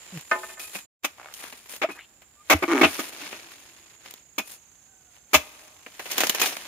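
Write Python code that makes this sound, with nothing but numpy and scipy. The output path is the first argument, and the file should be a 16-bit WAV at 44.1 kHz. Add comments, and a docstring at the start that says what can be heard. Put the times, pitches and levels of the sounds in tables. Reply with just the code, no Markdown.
"""A chisel on a long pole is rammed into the frond bases of an oil palm: noise bursts as wet fibre breaks
ring damped modes of shaft, blade and stalk. Stick-slip pulses make the wedged blade creak, a rising noise band
draws it out, and struck modes ring blade and pole, which knocks on the ground before a short silence.
Clumped noise rustles as a frond tears loose and comes down, with sine thuds and short smooth tones. Behind it,
outside the silence, are a noise chorus of insects, trilled cicada tones, a faint wavering call and open-air noise."""
import sys
import numpy as np
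from scipy import signal
from scipy.fft import rfft, irfft, next_fast_len
from scipy.io import wavfile

SR = 44100
rng = np.random.default_rng(int(sys.argv[2]) if len(sys.argv) > 2 else 0)


def materialize(psi):
    """Save the field psi as 16-bit PCM at rate SR to the path in sys.argv[1].

    A 1-D psi becomes a single channel; in a 2-D psi each row is a channel.
    """
    bounded = np.clip(np.atleast_2d(psi).T, -1, 1)
    quanta = np.round(bounded * 32767).astype(np.int16)
    wavfile.write(sys.argv[1], SR, quanta)


N = 294147
TIME = np.arange(N) / SR


def amp(db):
    """Logarithmic level: decibels to gain."""
    return 10 ** (np.asarray(db) / 20)


def unit(x):
    """Power normalisation: scales to rms 1."""
    return x / np.sqrt(np.mean(x ** 2) + 1e-20)


def read(points, hz):
    """Logarithmic pitch: reads a spectrum on a log-frequency axis."""
    f, value = np.transpose(points)
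    return np.interp(np.log(hz + 1), np.log(f + 1), value)


def follow(rows):
    """Piecewise-linear modulation: gain, silent outside the rows, then the other columns, per sample."""
    s, db, *others = np.transpose(rows)
    inside = (TIME >= s[0]) * (TIME <= s[-1])
    gain = amp(np.interp(TIME, s, db)) * inside
    return [gain] + [np.interp(TIME, s, column) for column in others]


def add(mix, s, sound):
    """Superposition: mixes a sound in at time s."""
    part = mix[max(round(s * SR), 0):][:len(sound)]
    part += sound[:len(part)]


def convolve(x, response):
    """Linear system: convolves every channel with an impulse response."""
    return signal.oaconvolve(np.atleast_2d(x), np.atleast_2d(response), axes=1)[:, :N]


def causal(points, size=2048):
    """Minimum phase: the log-gain fixes the phase, giving a causal impulse response."""
    log_gain = np.log(amp(read(points, abs(np.fft.fftfreq(size, 1 / SR)))))
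    return np.fft.ifft(np.exp(np.conj(signal.hilbert(log_gain)))).real[:size // 2]


def colour(x, points):
    """Spectral shaping: gives white noise a spectrum and keeps its power."""
    response = causal(points)
    return convolve(x, response / np.linalg.norm(response))


def drift(hz):
    """Band-limited randomness: a fluctuation of rms 1 with rates below hz."""
    size = next_fast_len(N)
    spectrum = rfft(rng.standard_normal(size))
    return unit(irfft(spectrum * (np.fft.rfftfreq(size, 1 / SR) < hz))[:N])


# left-right correlation of diffuse noise: (frequency [Hz], likeness [-1 to 1])
LIKENESS = [(200, 0.79), (700, 0.79), (1400, 0.32), (2600, 0.23), (3600, 0.038), (6000, -0.72),
            (12000, 0.28)]


def noise_pair():
    """Spatial coherence: white noise at two ports, alike in the bass, less so higher up,
    opposed around 6 kHz, slightly alike at the top."""
    size = 2 * next_fast_len(N // 2 + 1)
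    a, b = rfft(rng.standard_normal((2, size)))
    same = np.clip(read(LIKENESS, np.fft.rfftfreq(size, 1 / SR)), -1, 1)
    return irfft([a, same * a + np.sqrt(1 - same ** 2) * b])[:, :N]


def fibres(clump_db, clump_hz):
    """Amplitude modulation: noise in tiny clumps, as fibres let go in bundles."""
    return noise_pair() * unit(amp(clump_db * np.clip(drift(clump_hz), -2, 2)))


def bursts(times, levels_db, fades, rise, holds=0):
    """Exponential relaxation: sudden bursts hold for a moment and die away (all times in s)."""
    out, t = np.zeros(N), TIME[:SR // 4]
    for s, db, fade, hold in np.broadcast(times, levels_db, fades, holds):
        onset = 1 - np.exp(-t / rise)
        add(out, s, amp(db) * onset * np.exp(-np.maximum(t - hold, 0) / fade))
    return out


def swell(s, rise, hold, fade):
    """Exponential growth and decay: grows until time s, holds, and dies away."""
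    before, after = np.maximum(s - TIME, 0), np.maximum(TIME - s - hold, 0)
    return np.exp(-np.minimum(before / rise + after / fade, 20))


def resonate(push, modes, lowest_hz):
    """Modal resonance: rings damped modes of a body that radiates little below lowest_hz; keeps the power."""
    t = TIME[:SR // 8]
    response = sum(amp(db) * np.exp(-np.pi * width * t) * np.sin(2 * np.pi * hz * t) for hz, width, db in modes)
    response = signal.sosfilt(signal.butter(3, lowest_hz, "high", fs=SR, output="sos"), response)
    return convolve(push, response / np.linalg.norm(response))


def struck(blows, modes, spread):
    """Free vibration: each blow rings an object's modes, with slightly different phases at each port."""
    out, t = np.zeros((2, N)), TIME[:SR // 2]
    hz, db, t60 = np.transpose(modes)[:, :, None]
    onset = 1 - np.exp(-t / 0.0038)
    shape = amp(db - 60 * t / t60) * onset / np.linalg.norm(amp(db))
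    for s, blow_db in blows:
        start, offset = rng.uniform(-np.pi, np.pi, (2, len(modes), 1))
        for channel, side in zip(out, (-1, 1)):
            tones = np.sin(2 * np.pi * hz * t + start + side * spread * offset)
            add(channel, s, amp(blow_db) * (shape * tones).sum(0))
    return out


# blade strokes through fibre: (time [s], level [dB], then relative to it: stalk boom [dB],
# blade bite [dB], treble snap [dB]; travel [s], fade [s])
STROKES = [(1.034, -37, -36, 2.5, 0, .008, 0.0027), (1.044, -17, -12.5, 1.5, -4, 0.0051, 0.0084),
           (1.816, -18, -10.5, -2, -25.5, .022, 0.01), (1.888, -31, -2, -20, -27, 0.015, 0.0091),
           (2.498, -6.5, -20.5, -6, -9.5, 0.0068, 0.0084), (2.508, -8, -9, -7, -13, 0.027, 0.0045),
           (2.624, -16, 0, -12, -21.5, 0.016, 0.0051), (2.813, -4.5, -4, -6, -18, 0.0034, .007),
           (2.831, -8.5, 2, 1, -26, 0.019, 0.0094), (2.991, -21.5, -3, -25, -4, 0.00223, 0.014),
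           (4.381, -17.5, -11.5, 0, -4, 0.0039, 0.011), (5.332, -15.5, -13, -1, -5, 0.011, 0.011),
           (5.341, -6, -15.5, 2, -4.5, 0.0082, 0.01)]
# spectra of crunching and of snapping fibre: (frequency [Hz], relative level [dB])
CRUNCH_BAND = [(120, -40.5), (250, -5), (500, -2.5), (900, 0.5), (1400, -7), (2100, 4.5), (2800, -4.5),
               (4000, -24.5), (5500, -21.5), (9000, -53)]
SNAP_BAND = [(1800, -23.5), (3000, 5), (4300, -2.5), (6500, -1), (10000, -7.5), (13500, -4), (16000, -13)]
# resonances of the gripped shaft and of the buried blade: (frequency [Hz], width [Hz], relative level [dB])
SHAFT_MODES = [(653, 28, -8), (830, 80, -2.5), (1086, 60, -13.5), (1219, 100, 5.5), (1342, 38, -8.5),
               (1467, 150, 6.5), (1663, 46, -5.5), (1890, 98, -6), (2049, 51, -5), (2207, 70, 5.5)]
BITE_MODES = [(2440, 32, -3.5), (2620, 150, 8.5), (2680, 60, -9), (3000, 48, -8), (3340, 57, -9.5),
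              (3420, 48, -13)]


def chops(stop_db=-7, crunch_db=-10, shaft_db=-8, bite_db=-7, boom_db=-10, snap_db=-6, kick_db=-5):
    """Forced vibration: fibre breaks while the blade travels, driving shaft, blade and stalk."""
    s, db, boom, bite, snap, travel, fade = np.transpose(STROKES)
    breaking = fibres(4, 800) * bursts(s, db, fade, rise=0.0021, holds=travel)
    crunch = colour(breaking * amp(crunch_db), CRUNCH_BAND)

    shaft_push = noise_pair() * bursts(s, db + shaft_db, fade, rise=0.00019, holds=travel)
    shaft = resonate(shaft_push, SHAFT_MODES, lowest_hz=400.6)
    blade_push = noise_pair() * bursts(s, db + bite + bite_db, fade, rise=0.0008, holds=travel)
    blade = resonate(blade_push, BITE_MODES, lowest_hz=1900)

    snapping = fibres(3.7, 1400) * bursts(s, db + snap + snap_db, fade, rise=0.0021, holds=travel)
    treble = colour(snapping, SNAP_BAND)

    push = noise_pair() * bursts(s, db + boom + boom_db, fade, rise=0.00038, holds=travel)
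    # the blade kicks the stalk as it lands, and again as it is stopped, the harder the further it went
    landing, stopping = np.round(s * SR).astype(int), np.round((s + travel) * SR).astype(int)
    push[:, landing] += amp(db + boom + kick_db) * np.sqrt(fade * SR / 2)
    push[:, stopping] += amp(db + boom + stop_db) * np.sqrt(travel * SR / 2)
    return crunch + shaft + blade + treble + stalk(push)


# resonances of the stalk with the pole pressed into it: (frequency [Hz], width [Hz], relative level [dB])
STALK_MODES = [(292, 42, 0), (340, 46, 1), (390, 60, -8), (625, 60, -16), (800, 55, -14), (1185, 55, -9),
               (1855, 50, -14), (2240, 90, -16)]


def stalk(push):
    """Modal resonance: the boom of the frond base."""
    return resonate(push, STALK_MODES, lowest_hz=250)


# larger dry fibres snapping: (time [s], level [dB], treble relative to it [dB], fade [s])
DRY_CRACKS = [(0.174, -31, -8, 0.0042), (0.211, -47, 12.5, .003), (0.595, -28, -4, 0.0064),
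              (0.753, -23.5, -20, 0.0072), (1.339, -41.5, 11, 0.0034), (1.44, -28.5, -20, 0.0044),
              (1.525, -30.5, -14, 0.0087), (1.658, -44, -2, 0.017), (1.694, -39.5, -7.5, 0.011),
              (1.737, -29, -10, 0.0045), (1.763, -34, -1, 0.0051), (2.219, -41.5, -12, 0.012),
              (3.217, -30, -11.5, 0.0091), (3.327, -29.5, -27, 0.018), (4.109, -36, 6, 0.0022),
              (4.139, -30, 4, 0.0012), (5.863, -30, -26.5, 0.009), (5.994, -24.5, -15, 0.012),
              (6.056, -28.5, -9, 0.014), (6.114, -26, 4, 0.012), (6.18, -13, -2.5, 0.0074),
              (6.204, -11, -3.5, 0.011), (6.235, -13, -8, 0.0099), (6.269, -19, 3, 0.0051),
              (6.295, -12.5, 2, 0.0052), (6.347, -19, -4, 0.012), (6.398, -25, 3, 0.016),
              (6.415, -13, -1, 0.011), (6.458, -23, 1.5, 0.023), (6.568, -19.5, -13, 0.0025)]
# spectrum of a crack's body: (frequency [Hz], relative level [dB])
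CRACK_BODY_BAND = [(60, -36), (250, -1), (700, 1.5), (1300, -2), (1900, 3), (2600, 5.5), (3600, -8),
                   (6000, -21.5), (12000, -25)]


def cracks(body_db=-5, snap_db=-4):
    """Sudden stress release: single dry fibres part with a short bright crack."""
    s, db, snap, fade = np.transpose(DRY_CRACKS)
    body = fibres(4.1, 1000) * bursts(s, db + body_db, fade, rise=0.0001)
    treble = fibres(5.1, 1400) * bursts(s, db + snap + snap_db, fade, rise=0.00027)
    return colour(body, CRACK_BODY_BAND) + colour(treble, SNAP_BAND)


# the blade sticking and slipping, one table a creak:
# (time [s], level [dB], mean slip rate [1/s], stalk boom relative to the level [dB])
STICK_SLIPS = [
    [(1.183, -49.5, 74, -20), (1.20, -47, 58, -15.5), (1.26, -49.5, 76, -27.5), (1.33, -55.5, 75, -52)],
    [(1.40, -51.5, 89, -20), (1.44, -49.5, 70, -18.5), (1.50, -55.5, 60, -21.5)],
    [(2.68, -36.5, 170, 10), (2.725, -26.5, 174, 6), (2.745, -32.5, 146, 11), (2.78, -28.5, 125, 2.5),
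     (2.812, -33, 125, 9.5)],
]
# spectrum of rasping: (frequency [Hz], relative level [dB])
RASP_BAND = [(200, -19.5), (500, -16.5), (800, 0.5), (1200, 1.5), (1500, -0.5), (2000, 0), (2700, -5),
             (4200, -18.5), (6500, -18), (12000, -35)]


def creaks(bass_cut_hz=235, rasp_db=-4, shaft_db=-8, knock_db=-7, rub=0.58):
    """Stick-slip friction: each slip of the wedged blade rasps fibres, rings the shaft and kicks the stalk."""
    wander, uneven = 0.05 * drift(70), amp(1.8 * drift(120))
    slip = np.exp(-TIME[:SR // 50] / 0.0014)
    rasp, knocks, kicks = np.zeros((3, N))
    for rows in STICK_SLIPS:
        gain, rate, boom_db = follow(rows)
        turns = np.cumsum(rate * (1 + wander) * (gain > 0)) / SR
        # one pulse at each whole turn, scaled to keep the power at any rate
        pulses = np.diff(np.ceil(turns), prepend=0)
        slips = pulses * np.sqrt(SR / rate) * gain * uneven
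        rasp += convolve(slips, slip / np.linalg.norm(slip))[0] + rub * gain
        knocks += slips
        kicks += slips * amp(boom_db)
    rasping = noise_pair() * rasp
    shaft = resonate(amp(shaft_db) * rasping + amp(knock_db) * knocks, SHAFT_MODES, lowest_hz=405)
    # quick slips cannot move the heavy stalk far: little bass
    kicks = signal.sosfilt(signal.butter(4, bass_cut_hz, "high", fs=SR, output="sos"), kicks)
    return amp(rasp_db) * colour(rasping, RASP_BAND) + shaft + stalk(kicks)


# the blade sliding out of the cut: (time [s], level [dB], band centre [Hz])
SLIDE_OUT = [(1.95, -53.5, 997), (1.975, -48.5, 1393), (2.0, -42, 2254), (2.02, -53, 2620),
             (2.055, -57, 3000)]


def withdrawal(width_hz=850, catch_db=2):
    """Gliding band noise: the blade slides out with an unsteady rising zip."""
    gain, hz = follow(SLIDE_OUT)
    catching = unit(amp(catch_db * drift(120)))
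    band = unit(drift(width_hz / 2) + drift(width_hz) + 0.5 * drift(2 * width_hz))
    carrier = np.sqrt(2) * np.sin(2 * np.pi * np.cumsum(hz) / SR)
    return gain * catching * band * carrier


# the steel blade ringing, when struck or jarred: (time [s], level [dB])
BLADE_BLOWS = [(0.49, -39.5), (0.597, -34), (0.64, -34.5), (0.755, -33), (1.903, -31), (3.33, -39),
               (4.386, -28), (6.415, -17.5)]
# modes of the blade: (frequency [Hz], relative level [dB], 60 dB decay time [s])
BLADE_MODES = [(2500, 0, .16), (2560, -4, .12), (2435, -2, .11), (2680, -9, .07), (1260, -13, .15)]


def blade_rings():
    """Free vibration: the steel blade rings in its own modes when struck or jarred."""
    return struck(BLADE_BLOWS, BLADE_MODES, spread=0.25)


# the pole knocking and bouncing on the ground: (time [s], level [dB])
POLE_KNOCKS = [(0.312, -9), (0.318, -25), (0.351, -24), (0.367, -50), (0.431, -30.5), (0.490, -38),
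               (0.570, -35)]
# modes of the pole: (frequency [Hz], relative level [dB], 60 dB decay time [s])
POLE_MODES = [(368, -24.5, 0.69), (516, -22.5, 0.49), (610, -8.5, 0.062), (667, -10, 0.32),
              (760, -25, 0.05), (850.5, -14, 0.33), (865, -13.5, 0.34), (1024, -11.5, 0.23),
              (1134, -6.5, 0.072), (1250, 1, 0.096), (1434, -8, 0.057), (1510, 0, 0.1), (1782, 0.5, 0.15),
              (1948, -32, 0.056), (2100, -2.5, 0.088), (2270, -12, 0.095), (2490, -4, 0.086)]


def pole(tick_db=-12, tick_s=0.0046, clatter_db=-11, clatter_s=0.017):
    """Impact excitation: the pole rings unsteadily in the hand, scuffs the soil and clatters at every bounce."""
    s, db = np.transpose(POLE_KNOCKS)
    scuff = colour(noise_pair() * bursts(s, db + tick_db, tick_s, rise=0.00062), RASP_BAND)
    chatter = noise_pair() * bursts(s, db + clatter_db, clatter_s, rise=0.0017)
    # the chattering modes are broad: width 7 / t60
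    clatter = resonate(chatter, [(hz, 7 / t60, level) for hz, level, t60 in POLE_MODES], lowest_hz=300)
    grip = 1 + 0.3 * drift(77)
    return struck(POLE_KNOCKS, POLE_MODES, spread=0.18) * grip + scuff + clatter


# spectra of scraping ribs and of hissing leaflets: (frequency [Hz], relative level [dB])
SCRAPE_BAND = [(50, -36), (170, -12), (300, -6.5), (900, -4), (1500, -3.5), (2500, 1.5), (4000, -6),
               (7000, -14.5), (12000, -34.5)]
HISS_BAND = [(1500, -23.5), (3500, -2.5), (6000, -6.5), (9500, 2.5), (13000, -3.5), (15500, -12)]


def fronds(scrape_db=-4.0, hiss_db=1, twig_db=4, twig_snap_db=7, twig_fade_s=0.0015, twigs_per_s=22,
           twig_spread_db=5):
    """Friction noise: ribs scrape and leaflets brush in clumps of ticks; now and then a small fibre snaps."""
    scrape, hiss = crown_motion()
    gusts = unit(amp(1.8 * drift(55)))
    ribs = colour(fibres(3.2, 300) * gusts * scrape * amp(scrape_db), SCRAPE_BAND)
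    leaflets = colour(fibres(3, 800) * gusts * hiss * amp(hiss_db), HISS_BAND)

    chance = rng.random(N) < twigs_per_s / SR
    snaps = chance * amp(twig_spread_db * (2 * rng.random(N) - 2.5))
    twigs = noise_pair() * convolve(snaps, np.exp(-TIME[:SR // 20] / twig_fade_s))
    twig_body = colour(twigs * scrape * amp(twig_db), CRACK_BODY_BAND)
    twig_treble = colour(twigs * hiss * amp(twig_snap_db), SNAP_BAND)
    return ribs + leaflets + twig_body + twig_treble


# a frond is pushed, slides along its neighbours and settles:
# (time at full speed [s], rib scrape [dB], leaflet hiss [dB], rise [s], slide [s], fade [s])
FROND_SLIDES = [(0.16, -43.5, -58, .25, 0.049, 0.024), (0.40, -44.5, -51.5, 0.15, 0.13, 0.039),
                (0.598, -40.5, -43, 0.005, 0.02, 0.082), (0.756, -33.5, -40, 0.02, .006, 0.028),
                (1.338, -50, -50, .004, 0.065, 0.15), (1.43, -43, -55, 0.15, 0.026, 0.15),
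                (1.696, -40.5, -45, .005, 0.057, 0.028), (1.902, -47.5, -57.5, 0.0098, .02, 0.066),
                (2.86, -34, -42.5, 0.12, 0.15, 0.098), (3.22, -37, -52.5, 0.17, 0.072, .16),
                (3.52, -47, -59, 0.04, 0.017, 0.2), (3.72, -53, -67, 0.069, 0.22, 0.044),
                (4.055, -43, -59, 0.031, 0.024, 0.077), (4.496, -46, -47.5, 0.039, 0.039, 0.02),
                (5.16, -53, -65, 0.04, .015, 0.031), (6.18, -28.5, -41, 0.1, 0.038, 0.18),
                (6.385, -27, -48, 0.013, 0.0081, 0.018), (6.42, -23, -34.5, 0.0055, 0.018, 0.073),
                (6.6, -38.5, -53, 0.03, 0.08, .1)]


def crown_motion(shake_db=-36, growth=1.2, shake_hiss_db=-11, shake_rise_s=0.021, shake_fade_s=0.29,
                 still_scrape_db=-66, still_hiss_db=-74.5):
    """Incoherent addition: powers of sliding fronds and of shaking after each stroke sum to scrape and hiss."""
    shakes = []
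    for s, db, _, _, _, travel, _ in STROKES:
        # hard strokes shake the crown far more: growth is in dB per dB
        level = shake_db + growth * db
        shakes.append((s, level, level + shake_hiss_db, shake_rise_s, travel, shake_fade_s))
    # the crown never quite rests
    power = amp([[still_scrape_db], [still_hiss_db]]) ** 2
    for s, scrape_db, hiss_db, rise, slide, fade in list(FROND_SLIDES) + shakes:
        power = power + (amp([[scrape_db], [hiss_db]]) * swell(s, rise, slide, fade)) ** 2
    return np.sqrt(power)


# dull shoves of the crown: (time [s], peak envelope level [dB], frequency [Hz], fade [s])
CROWN_SHOVES = [(0.756, -42.5, 199, 0.012), (2.542, -23, 82.5, 0.019), (2.547, -20.5, 306, 0.0096),
                (2.837, -37, 82.5, 0.031), (2.994, -39, 229, 0.013), (3.22, -41.5, 296.6, 0.019),
                (4.393, -38, 217, 0.011), (5.344, -32.5, 175, 0.016), (5.352, -32.5, 75.4, 0.023)]


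def thuds():
    """Heavily damped oscillation: the heavy crown gives way for a few cycles."""
    out, t = np.zeros(N), TIME[:SR // 4]
    for s, db, hz, fade in CROWN_SHOVES:
        # the envelope peaks at half the fade
        envelope = 2 * (t / fade) * np.exp(1 - 2 * t / fade)
        add(out, s, amp(db) * np.sin(2 * np.pi * hz * t) * envelope)
    return out


# short smooth tones, squeaks and a faint ring of the blade, one table each:
# (time [s], level [dB], pitch [Hz])
SMOOTH_TONES = [
    [(0.125, -43.5, 193.5), (0.145, -39.5, 181), (0.177, -35.5, 152), (0.20, -60, 137)],
    [(1.838, -40, 599), (1.845, -18, 608), (1.851, -21.5, 660), (1.864, -41, 710)],
    [(2.36, -71, 1170), (2.415, -53.5, 1215), (2.44, -78, 1235)],
]


def smooth_tones(overtone_db=-14):
    """Harmonic series: squeaks, and a faint ring of the blade, as short gliding tones with two overtones."""
    out = np.zeros(N)
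    for rows in SMOOTH_TONES:
        gain, hz = follow(rows)
        phase = 2 * np.pi * np.cumsum(hz) / SR
        overtones = np.sin(2 * phase) + 0.5 * np.sin(3 * phase)
        out += np.sqrt(2) * gain * (np.sin(phase) + amp(overtone_db) * overtones)
    return out


# far insect chorus: (time [s], level [dB])
CHORUS_LEVEL = [(0, -54), (.86, -55.5), (1.03, -65.5), (2.5, -63.5), (4, -63), (5.3, -64), (6.67, -60.5)]
# its spectrum: (frequency [Hz], relative level [dB])
CHORUS_SPECTRUM = [(5500, -53), (6500, -18.5), (7000, -6.5), (7300, -3), (7700, -8.5), (8300, -16),
                   (10000, -49.5)]
# two nearer cicadas, one table each: (time [s], level [dB], centre pitch [Hz])
CICADA_NOTES = [
    [(3.1, -73, 6660), (3.6, -68, 6570), (3.8, -67, 6700), (4.5, -67.5, 6640), (4.83, -69, 6650),
     (4.9, -68.5, 6800)],
    [(4.5, -74, 6290), (4.75, -71, 6270), (4.9, -70.5, 6330), (5.3, -69.5, 6400), (5.9, -70.5, 6250),
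     (5.97, -77, 6200)],
]


def insects(trills_per_s=30, sweep_hz=35, blur_hz=28, throb=0.69):
    """Amplitude and frequency modulation: two cicadas trill on wavering notes over a far chorus of narrow hiss."""
    out = colour(noise_pair(), CHORUS_SPECTRUM) * follow(CHORUS_LEVEL)[0]
    for rows in CICADA_NOTES:
        gain, hz = follow(rows)
        trill = 2 * np.pi * np.cumsum(trills_per_s * (1 + 0.05 * drift(8))) / SR
        pitch = hz + sweep_hz * np.cos(trill) + blur_hz * drift(71.3)
        note = np.sin(2 * np.pi * np.cumsum(pitch) / SR)
        out += np.sqrt(2) * gain * (1 + throb * np.sin(trill)) * note
    return out


# a faint far animal call: (time [s], level [dB], centre pitch [Hz])
CALL_NOTES = [(4.72, -78, 742), (4.8, -81, 745), (4.91, -70, 781), (5.0, -74, 753), (5.12, -71.5, 714),
              (5.28, -80, 722)]


def far_call(octave_db=0, waver_hz=8):
    """Harmonic tone: a thin wavering note and its octave from deep in the plantation."""
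    gain, hz = follow(CALL_NOTES)
    phase = 2 * np.pi * np.cumsum(hz + waver_hz * drift(28.2)) / SR
    note = np.sin(phase) + amp(octave_db) * np.sin(2 * phase)
    return gain * note * (1 + 0.39 * drift(31))


# spectrum of the open air: (frequency [Hz], relative level [dB])
AIR_BAND = [(25, -4), (70, 9), (130, 3.5), (400, -3.5), (1200, -7), (2500, -8.5), (5000, -15.5),
            (9000, -16), (15000, -20)]


def open_air(level_db=-65):
    """Stationary broadband noise: the steady sound of the open air."""
    return amp(level_db) * colour(noise_pair(), AIR_BAND)


# reverberation among the trunks: (frequency [Hz], 60 dB decay time [s])
GROVE_DECAY = [(100, 2.1), (400, 3.1), (2500, 1.1), (6000, 1.1), (15000, .55)]


def grove(x, wet_db=-33, near_db=-15, near_s=0.027):
    """Multiple scattering: near fronds answer after 4 ms; far trunks return a faint long tail."""
    t = TIME[:SR * 3 // 2]
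    hz, at, z = signal.stft(noise_pair()[:, :len(t)], SR, nperseg=256)
    decay = amp(-60 * at / read(GROVE_DECAY, hz)[:, None])
    tail = signal.istft(z * decay, SR, nperseg=256)[1][:, :len(t)]
    near = noise_pair()[:, :len(t)] * np.exp(-t / near_s) * (t > 0.004)
    far_part = amp(wet_db) * tail / np.linalg.norm(tail[0])
    near_part = amp(near_db) * near / np.linalg.norm(near[0])
    return convolve(x, far_part + near_part)


def scene():
    """Superposition: the work at the palm, its echo, the animals and the open air."""
    work = chops() + cracks() + creaks() + withdrawal() + blade_rings() + pole()
    around = insects() + far_call() + open_air()
    return work + grove(work) + fronds() + thuds() + smooth_tones() + around


# each microphone port has its own peaks and notches, one table each: (frequency [Hz], gain [dB])
PORT_RESPONSES = [
    [(1800, 0.5), (2750, 0), (4000, 3.5), (5200, -4), (6300, -3), (7050, -20.5), (7900, -2), (8900, 7.5),
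     (12000, 4), (15000, 8.5)],
    [(1800, 0.5), (2400, -3), (3700, -1), (5000, 6.5), (6900, 10), (7600, 4.5), (8300, -13), (8900, -22),
     (10000, -7.5), (12000, 0), (15000, 7)],
]


def record(dry, ceiling=0.76, edge_hz=15600):
    """Transfer chain: port colour, soft overload, a bass cut, a short silence and the band limit."""
    heard = convolve(dry, np.array([causal(port) for port in PORT_RESPONSES]))
    heard = ceiling * np.tanh(heard / ceiling)
    heard = signal.sosfilt(signal.butter(2, 42, "high", fs=SR, output="sos"), heard)
    # everything is silent from 0.862 to 0.99 s
    heard = heard * np.interp(TIME, [0.845, 0.862, 0.99, 1.025, 1.032], [1, 0, 0, 0.05, 1])
    band_limit = signal.firwin(255, edge_hz, window=("kaiser", 8), fs=SR)
    return signal.oaconvolve(heard, band_limit[None], "same", axes=1)


dry = scene()
out = record(dry)
materialize(out)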